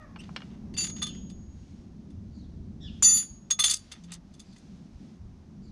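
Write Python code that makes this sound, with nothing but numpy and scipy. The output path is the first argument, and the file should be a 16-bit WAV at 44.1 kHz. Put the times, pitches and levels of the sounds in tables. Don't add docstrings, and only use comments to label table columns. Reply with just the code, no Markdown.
import sys
import numpy as np
from scipy import signal
from scipy.fft import rfft, irfft, next_fast_len
from scipy.io import wavfile

SR = 44100
rng = np.random.default_rng(int(sys.argv[2]) if len(sys.argv) > 2 else 0)


def materialize(psi):
    bounded = np.clip(np.atleast_2d(psi).T, -1, 1)
    quanta = np.round(bounded * 32767).astype(np.int16)
    wavfile.write(sys.argv[1], SR, quanta)


N = 251811
TIME = np.arange(N) / SR

# time_s, deep_rumble_db, hollow_body_db
STREET_LEVELS = [(0.0, -49, -55.5), (0.17, -52.5, -47), (1.19, -47, -40.5), (1.54, -45, -50.5),
                 (2.11, -55, -46), (2.16, -41, -46), (2.29, -47.5, -45.5), (3.12, -42.5, -46),
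                 (3.28, -64.5, -50), (3.67, -54.5, -55), (4.91, -59.5, -49.5), (4.96, -43, -60),
                 (5.01, -54.5, -44), (5.17, -62, -50.5), (5.23, -42, -53.5), (5.47, -57, -50.5),
                 (5.66, -45, -48.5), (5.71, -46.5, -51.5)]
# time_s, level_db
HISS_LEVELS = [(0, -61.5), (.95, -61.5), (1.3, -66.5), (2.7, -67), (4.0, -66.5), (5.1, -65.5), (5.71, -66)]
# frequency_hz, level_db (per Hz)
DEEP_COLOUR = [(11, -37.5), (18, -3.5), (32, -1), (81, 6.5), (124, -4.5), (160, -11), (210, -33),
               (350, -120)]
BODY_COLOUR = [(65, -37.5), (110, -19), (129, -7), (200, 0.5), (306, -13), (335, -15), (398, -18.5),
               (433, -27), (700, -33.5), (910, -56), (1540, -120)]
HISS_COLOUR = [(280, 5), (480, 0.5), (745, 3), (1720, -9), (2140, -12), (3090, -19.5), (4600, -20.5),
               (5250, -15.5), (6440, -16.5), (7350, -30.5), (10200, -30), (16000, -44)]
GUST_DB, GUSTS_PER_S = 1, 9
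HUM_S, HUM_LENGTH_S, HUM_HZ, HUM_DB = 3.97, 0.28, 172.3, -43.5
THUD_S, THUD_DB, THUD_HZ, THUD_WIDTH_HZ, THUD_T60_S = 3.3, -42.5, 62, 45, .45

# start_s, length_s, middle_pitch_hz, level_db
BIRD_CALLS = [(1.01, .115, 1678, -45.5), (2.3, 0.18, 2167, -63.5), (2.8, 0.11, 1692, -46),
              (4.42, 0.18, 2324, -66), (5.61, 0.11, 2304, -64)]
LOW_CALL = [(-0.054, 0.16, 610, -52)]
# harmonic_number, level_db
BIRD_HARMONICS = [(1, -19), (2, -1), (3, -12), (4, -26)]
LOW_CALL_HARMONICS = [(1, -3.5), (2, -2.5), (3, -8), (4, -21)]
BIRD_GLIDE = (1, .72)
LOW_CALL_GLIDE = (1.02, 0.78)

# start_s, length_s, level_db
MOVES = [(0.16, 0.4, -71), (.85, 0.39, -68), (1.5, 0.4, -76), (2.85, 0.54, -70), (3.498, 0.64, -67.5),
         (4.23, 0.74, -72.5), (4.903, 0.29, -74)]
# frequency_hz, level_db (per Hz)
CLOTH_COLOUR = [(500, -20.5), (1500, -1.5), (3500, 0.5), (6200, 0), (7500, -8.5), (10000, -15.5),
                (11500, -27.5), (16000, -43.5)]
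RESTING_RUSTLE_DB = -75

# start_s, level_db, brightness_hz
KNOCKS = [(0.159, -18.5, 1180), (0.291, -23, 950), (0.3619, -17.5, 4170), (0.3657, -24, 4000),
          (0.404, -34, 3480), (0.418, -26.5, 2000), (3.023, -18, 1490), (3.226, -36, 3500),
          (3.589, -22, 3170)]
# frequency_hz, width_hz, level_db
KNOCK_BODY = [(376.5, 160, -10.5), (860, 400, -1.5), (1285, 210, 4), (1560, 260, 3), (2368, 330, 3.5),
              (2865, 81, 10), (3260, 360, 3.5), (4434, 280, 2.5), (5336, 340, -0.5), (8500, 1600, -14)]
KNOCK_RISE_CYCLES = 0.86
# start_s, length_s, middle_pitch_hz, level_db
SQUEAK = [(0.186, 0.0312, 2820, -46)]
# harmonic_number, level_db
SQUEAK_HARMONICS = [(1, 0), (2, -10), (3, -11.5), (4, -29)]
SQUEAK_GLIDE = (.82, 1.11)

# frequency_hz, level_db
HEAP_COLOUR = [(200, -8.5), (600, -11), (1200, -4), (2000, -2), (8000, 0.5), (10000, -8), (10900, -21.5),
               (14500, -19), (16000, -48.5)]
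# frequency_hz, width_hz, boost_db
HEAP_PEAKS = [(1250, 8.8, 12), (2026, 120, 6.3), (2110, 37, 3.2), (2844, 110, 10), (3150, 180, 6),
              (3575, 270, 11), (4420, 51, 5.6), (4670, 520, 8.8), (6250, 330, 10), (7530, 150, 6),
              (8170, 100, 6), (9100, 57, 2.6), (10020, 260, 12), (11870, 250, 6), (14050, 350, 8)]
# start_s, length_s, level_db (before the stroke shape), brightness_hz
SCRAPES = [(0, 0.044, -66, 1370), (0.186, 0.11, -58.5, 2760), (0.376, 0.24, -65.5, 2380),
           (0.764, 0.11, -42.5, 5000), (1.02, 0.065, -57, 5000), (3.032, 0.24, -45.5, 9000),
           (3.596, .17, -36.5, 8250), (3.901, 0.095, -56, 1820), (4.073, 0.12, -55, 2170),
           (4.522, 0.084, -82, 5000)]

# start_s, level_db, treble_tilt_db (per octave), gap_s, second_touch_db, bar_ring_db
CLANKS = [(0.7656, -34.5, -3.5, 0.017, -31, -45.5), (1.0165, -36, -6, 0.0098, -27, -30),
          (1.0624, -46, -5, 0.0047, -33, -41.5), (3.0255, -18, 6, 0.011, -17, -37),
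          (3.5034, -23.5, -2, 0.0039, -18.5, -32), (3.5905, -18.5, -2, .013, -25.5, -18),
          (3.6385, -11.5, 1, 0.024, -23, -18.5), (3.6959, -22, 3.5, 0.014, -15.5, -25.5),
          (4.119, -31.5, 4.5, .0155, -33.5, -71)]
FIRST_TILT_DB, SECOND_TILT_DB = -0.5, 4.5
# start_s, level_db, treble_tilt_db (per octave), gap_s, loss_per_touch_db
RATTLES = [(0.8402, -28.5, -2.5, 0.028, 4), (3.7368, -22.5, 8, .0265, 12.5)]
# start_s, level_db, treble_tilt_db (per octave)
TAPS = [(0.7383, -45, -3.5), (0.8114, -33, 4), (0.9624, -40.5, -5), (0.9825, -43, -4), (1.148, -49.5, -7),
        (1.298, -43, 0.5), (2.1024, -55, 1), (3.1706, -23.5, 4.5), (3.916, -30.5, -0.5),
        (4.0362, -45.5, 3.5), (4.337, -46.5, 2), (4.3942, -38, 4.5), (4.5273, -51.5, 0), (4.562, -48.5, -3),
        (4.5804, -54.5, 13)]
TOP_HZ, TOP_AT_DB, TOP_OCTAVES_PER_DB = 11500, -24, .018
BAR_LAG_S, BAR_FREE_S = .003, 0.027
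BAR_TILT_DB, TAP_RING_DB = 1.5, -20

# frequency_hz, level_db, t60_s (time to fade 60 dB by itself)
DEEP_SOCKET = [(1281, -36, .7), (1938, -31, .55), (2713, -32, .7), (3510, -23, .7), (6121, -6, .42),
               (6670, -14, 1.0), (7004, 0, .7), (7149, -26, .6), (8931, -29, .6), (9502, -28, .9),
               (9692, -14, .9), (13520, -36, .9), (13770, -41, .7), (14308, -36, .7)]
WIDE_SOCKET = [(2713, -24, .3), (4596, -8, .3), (4619, -.5, .7), (11208, -9, .3), (12510, -27, .3),
               (12790, -21, .35), (14308, -24, .3)]
SHORT_SOCKET = [(6620, 1.5, .17), (6720, -12, 0.0955)]
SMALL_SOCKET = [(6655, -0.5, 1.33), (6679, -4.5, .9)]
BAR = [(1216, -15.5, .12), (3455, -5.5, .3), (3510, 1.5, 0.17), (3500, -28, .9), (4260, -6.5, 0.16),
       (6320, -9.5, .25), (6480, -7, 0.29), (8000, -15.5, 0.064), (8586, -10.5, 0.13), (9071, -13, 0.2),
       (9980, -6.5, .14), (11900, -27, .15), (13980, -30, .14)]
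# start_s, level_db, treble_tilt_db (per octave), rings_free_s
# rows are blows, but the wide socket's from 3.035 to 3.135 s are the pulses of one ring beating at 4619 Hz
DEEP_STARTS = [(0.775, -32, 10, 0.079), (3.0235, -15, 3, 0.007), (3.044, -11, 0.5, 0.16),
               (3.655, -32, 15.5, 0.049)]
WIDE_STARTS = [(0.742, -45, -23, 0.012), (0.772, -29, -19.5, 0.06), (3.035, -18.5, -10.5, 0.015),
               (3.082, -22.5, -9.5, 0.018), (3.135, -27.5, 12.5, 0.06), (3.688, -28, -7, 0.024)]
SHORT_STARTS = [(1.027, -25.5, -0.5, 0.0031), (3.508, -17.5, -1.5, 0.016), (3.641, -28, -2, .01)]
SMALL_STARTS = [(0.79, -35.5, 0, 1.6), (3.045, -38, 0, 0.27)]
ROCKING_DB, RING_LONGEST_S = 1.4, 1.4
WANDER_RAD, WANDER_PER_S = .6, 26
CUTOFF_HZ = 15450


def from_db(db):
    return 10 ** (np.asarray(db) / 20)


def rms_one(x):
    return x / np.sqrt(np.mean(x ** 2) + 1e-20)


def in_time(rows):
    s, *columns = np.transpose(rows)
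    return [np.interp(TIME, s, column) for column in columns]


def at_hz(points, hz):
    f, db = np.transpose(points)
    return np.interp(np.log(np.maximum(hz, 1)), np.log(f), db)


def octaves(hz):
    return np.log2(np.clip(hz, 1500, 8500) / 5000)


def drift(rate, size):
    steps = np.arange(size) * rate / SR
    return np.interp(steps, np.arange(4096), rng.standard_normal(4096))


def swell(s, length):
    return np.sin(np.pi * np.clip((TIME - s) / length, 0, 1))


def add(track, s, sound):
    start = int(round(s * SR))
    sound = sound[max(-start, 0):max(N - start, 0)]
    first = max(start, 0)
    track[first:first + len(sound)] += sound


def lowpass(x, hz):
    return signal.sosfilt(signal.butter(2, hz, fs=SR, output="sos"), x)


def resonate(x, hz, width_hz):
    r = np.exp(-np.pi * width_hz / SR)
    top = np.array([1, 0, -1]) * (1 - r * r) / 2
    return signal.lfilter(top, [1, -2 * r * np.cos(2 * np.pi * hz / SR), r * r], x)


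def noise(colour, size):
    padded = next_fast_len(size)
    hz = np.fft.rfftfreq(padded, 1 / SR)
    spectrum = rfft(rng.standard_normal(padded)) * from_db(at_hz(colour, hz))
    return rms_one(irfft(spectrum, padded)[:size])


def echoes(x, t60, gap):
    t = TIME[:SR]
    tail = rng.standard_normal(SR) * from_db(-60 * t / t60) * (t > gap)
    tail = tail / np.sqrt(np.sum(tail ** 2))
    return signal.fftconvolve(x, tail)[:N]


def glides(calls, glide, harmonics, rough):
    out = np.zeros(N)
    curve = np.polyfit([0, .5, 1], [glide[0], 1, glide[1]], 2)
    for s, length, middle_hz, db in calls:
        progress = np.minimum(TIME[:SR // 3] / length, 1)
        pitch_hz = middle_hz * np.polyval(curve, progress)
        trembling_hz = pitch_hz * (1 + rough * drift(700, len(progress)))
        phase = 2 * np.pi * np.cumsum(trembling_hz) / SR
        tone = sum(from_db(level) * np.sin(round(number) * phase) for number, level in harmonics)
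        add(out, s, from_db(db) * np.sin(np.pi * progress) * tone)
    return out


def street():
    deep_db, body_db = in_time(STREET_LEVELS)
    hiss_db, = in_time(HISS_LEVELS)
    deep = from_db(deep_db + GUST_DB * drift(GUSTS_PER_S, N)) * noise(DEEP_COLOUR, N)
    body = from_db(body_db + GUST_DB * drift(GUSTS_PER_S, N)) * noise(BODY_COLOUR, N)
    hiss = from_db(hiss_db) * noise(HISS_COLOUR, N)
    return deep + body + hiss


def hum():
    tone = np.sin(2 * np.pi * HUM_HZ * TIME + 0.28 * drift(45, N))
    return from_db(HUM_DB) * swell(HUM_S, HUM_LENGTH_S) * tone


def thud():
    out, t = np.zeros(N), TIME[:SR]
    boom = rms_one(resonate(rng.standard_normal(SR), THUD_HZ, THUD_WIDTH_HZ))
    boom = boom * from_db(THUD_DB - 60 * t / THUD_T60_S)
    add(out, THUD_S, lowpass(boom, 3 * THUD_HZ))
    return out


def birds():
    calls = glides(BIRD_CALLS, BIRD_GLIDE, BIRD_HARMONICS, rough=.06)
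    calls = calls + glides(LOW_CALL, LOW_CALL_GLIDE, LOW_CALL_HARMONICS, rough=.055)
    early = echoes(calls, t60=0.063, gap=0.00033)
    late = echoes(calls, t60=.6, gap=0.023)
    return from_db(-2.0) * calls + from_db(-3.5) * early + from_db(-5.0) * late


def clothes():
    motion = from_db(RESTING_RUSTLE_DB) + sum(from_db(db) * swell(s, length) for s, length, db in MOVES)
    return motion * noise(CLOTH_COLOUR, N)


def underbody(x, dull_hz):
    return lowpass(echoes(x, t60=0.075, gap=0.0078), dull_hz)


def knocks(crack_t60, tail_t60, tail_db):
    crunches, t = np.zeros(N), TIME[:SR // 5]
    for s, db, bright_hz in KNOCKS:
        fade = from_db(-60 * t / crack_t60) + from_db(tail_db - 60 * t / tail_t60)
        crunch = lowpass(rng.standard_normal(len(t)) * fade, bright_hz)
        rise = 1 - np.exp(-t * bright_hz / KNOCK_RISE_CYCLES)
        add(crunches, s, from_db(db) * crunch * rise)
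    out = np.zeros(N)
    for k, (hz, width_hz, db) in enumerate(KNOCK_BODY):
        out += (-1) ** k * from_db(db) * resonate(crunches, hz, width_hz)
    return out


def heap(x):
    return x + sum((from_db(db) - 1) * resonate(x, hz, width_hz) for hz, width_hz, db in HEAP_PEAKS)


def scrapes(catches_per_s, spread_db):
    out, size = np.zeros(N), SR // 4
    hz = np.fft.rfftfreq(size, 1 / SR)
    for s, length, db, bright_hz in SCRAPES:
        caught = rng.random(size) < catches_per_s / SR
        catches = caught * rng.standard_normal(size) * from_db(spread_db * drift(250, size))
        colour = from_db(at_hz(HEAP_COLOUR, hz)) / np.sqrt(1 + (hz / bright_hz) ** 4)
        grit = irfft(rfft(catches) * colour, size)
        stroke = np.sin(np.pi * np.minimum(TIME[:size] / length, 1) ** .8)
        add(out, s, from_db(db) * stroke * rms_one(heap(grit)))
    return out


def touches():
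    light = list(TAPS)
    for s, db, tilt_db, gap_s, loss_db in RATTLES:
        light += [(s + k * gap_s, db - k * loss_db, tilt_db) for k in range(3)]
    bar_blows = [(s, db + TAP_RING_DB, tilt_db, BAR_FREE_S) for s, db, tilt_db in light]
    hard = []
    for s, db, tilt_db, gap_s, second_db, ring_db in CLANKS:
        hard.append((s, db, tilt_db + FIRST_TILT_DB))
        hard.append((s + gap_s, second_db, tilt_db + SECOND_TILT_DB))
        bar_blows.append((s + BAR_LAG_S, ring_db, tilt_db + BAR_TILT_DB, BAR_FREE_S))
    return hard + light, bar_blows


def contacts(hits, rise, crack_t60, tail_t60, tail_db, grain_db):
    out, size = np.zeros(N), SR // 4
    t, hz = TIME[:size], np.fft.rfftfreq(size, 1 / SR)
    for s, db, tilt_db in hits:
        hardness = 2 ** (TOP_OCTAVES_PER_DB * (db - TOP_AT_DB))
        top_hz, rise_s = TOP_HZ * hardness, rise / hardness
        colour = from_db(db + tilt_db * octaves(hz) + at_hz(HEAP_COLOUR, hz))
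        colour = colour / np.sqrt(1 + (hz / top_hz) ** 6)
        grit = irfft(rfft(rng.standard_normal(size)) * colour, size)
        fade = from_db(-60 * t / crack_t60) + from_db(tail_db - 60 * t / tail_t60)
        grain = from_db(grain_db * drift(760, size))
        add(out, s, grit * fade * (1 - np.exp(-t / rise_s)) * grain)
    return heap(out)


def ringing(modes, starts, rise, still_s, still_db, held_t60, buzz, spread_db=0):
    out, t = np.zeros(N), TIME[:int(RING_LONGEST_S * SR)]
    holds, loose = [], np.zeros(N)
    for s, start_db, tilt_db, free_s in starts:
        held_s = np.maximum(t - free_s, 0)
        stilled = np.minimum(held_s / still_s, 1)
        level_db = start_db - still_db * stilled - 60 * held_s / held_t60
        holds.append((1 - np.exp(-t / rise)) * from_db(level_db))
        add(loose, s, 1 - stilled)
    for hz, mode_db, t60 in modes:
        energy, decay = np.zeros(N), from_db(-60 * t / t60)
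        strengths_db = spread_db * rng.standard_normal(len(starts))
        for (s, start_db, tilt_db, free_s), hold, strength_db in zip(starts, holds, strengths_db):
            strength = from_db(strength_db + tilt_db * octaves(hz))
            add(energy, s, (hold * decay * strength) ** 2)
        rocking = from_db(mode_db + ROCKING_DB * drift(70, N))
        wander = WANDER_RAD * drift(WANDER_PER_S, N)
        jog = buzz * np.minimum(loose, 1) * drift(500, N)
        tone = np.sin(2 * np.pi * (hz * TIME + rng.random()) + wander + jog)
        out += np.sqrt(energy) * rocking * tone
    return out


def scene():
    background = street() + hum() + thud() + birds() + clothes()
    ground = knocks(crack_t60=0.012, tail_t60=0.072, tail_db=-13.0)
    ground = ground + glides(SQUEAK, SQUEAK_GLIDE, SQUEAK_HARMONICS, rough=0.054)
    hits, bar_blows = touches()
    clatter = contacts(hits, rise=0.0038, crack_t60=0.015, tail_t60=0.05, tail_db=-3.5, grain_db=4.0)
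    clatter = clatter + scrapes(catches_per_s=2500, spread_db=4.0)
    deep = ringing(DEEP_SOCKET, DEEP_STARTS, rise=.003, still_s=.08, still_db=16, held_t60=.6, buzz=.14)
    wide = ringing(WIDE_SOCKET, WIDE_STARTS, rise=.01, still_s=0.025, still_db=14, held_t60=.7, buzz=0.22)
    short = ringing(SHORT_SOCKET, SHORT_STARTS, rise=0.00155, still_s=.02, still_db=8, held_t60=1.0, buzz=0.197)
    small = ringing(SMALL_SOCKET, SMALL_STARTS, rise=.004, still_s=0.084, still_db=2, held_t60=0.96, buzz=.03)
    bar = ringing(BAR, bar_blows, rise=.0015, still_s=.04, still_db=12, held_t60=1.5, buzz=.25, spread_db=1.8)
    tools = deep + wide + short + small + bar + clatter + ground
    echo = from_db(-13) * underbody(clatter + ground, dull_hz=7000)
    return np.tile(background + tools + echo, (2, 1))


def record(dry):
    return signal.sosfilt(signal.ellip(10, .1, 80, CUTOFF_HZ, fs=SR, output="sos"), dry)


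dry = scene()
out = record(dry)
materialize(out)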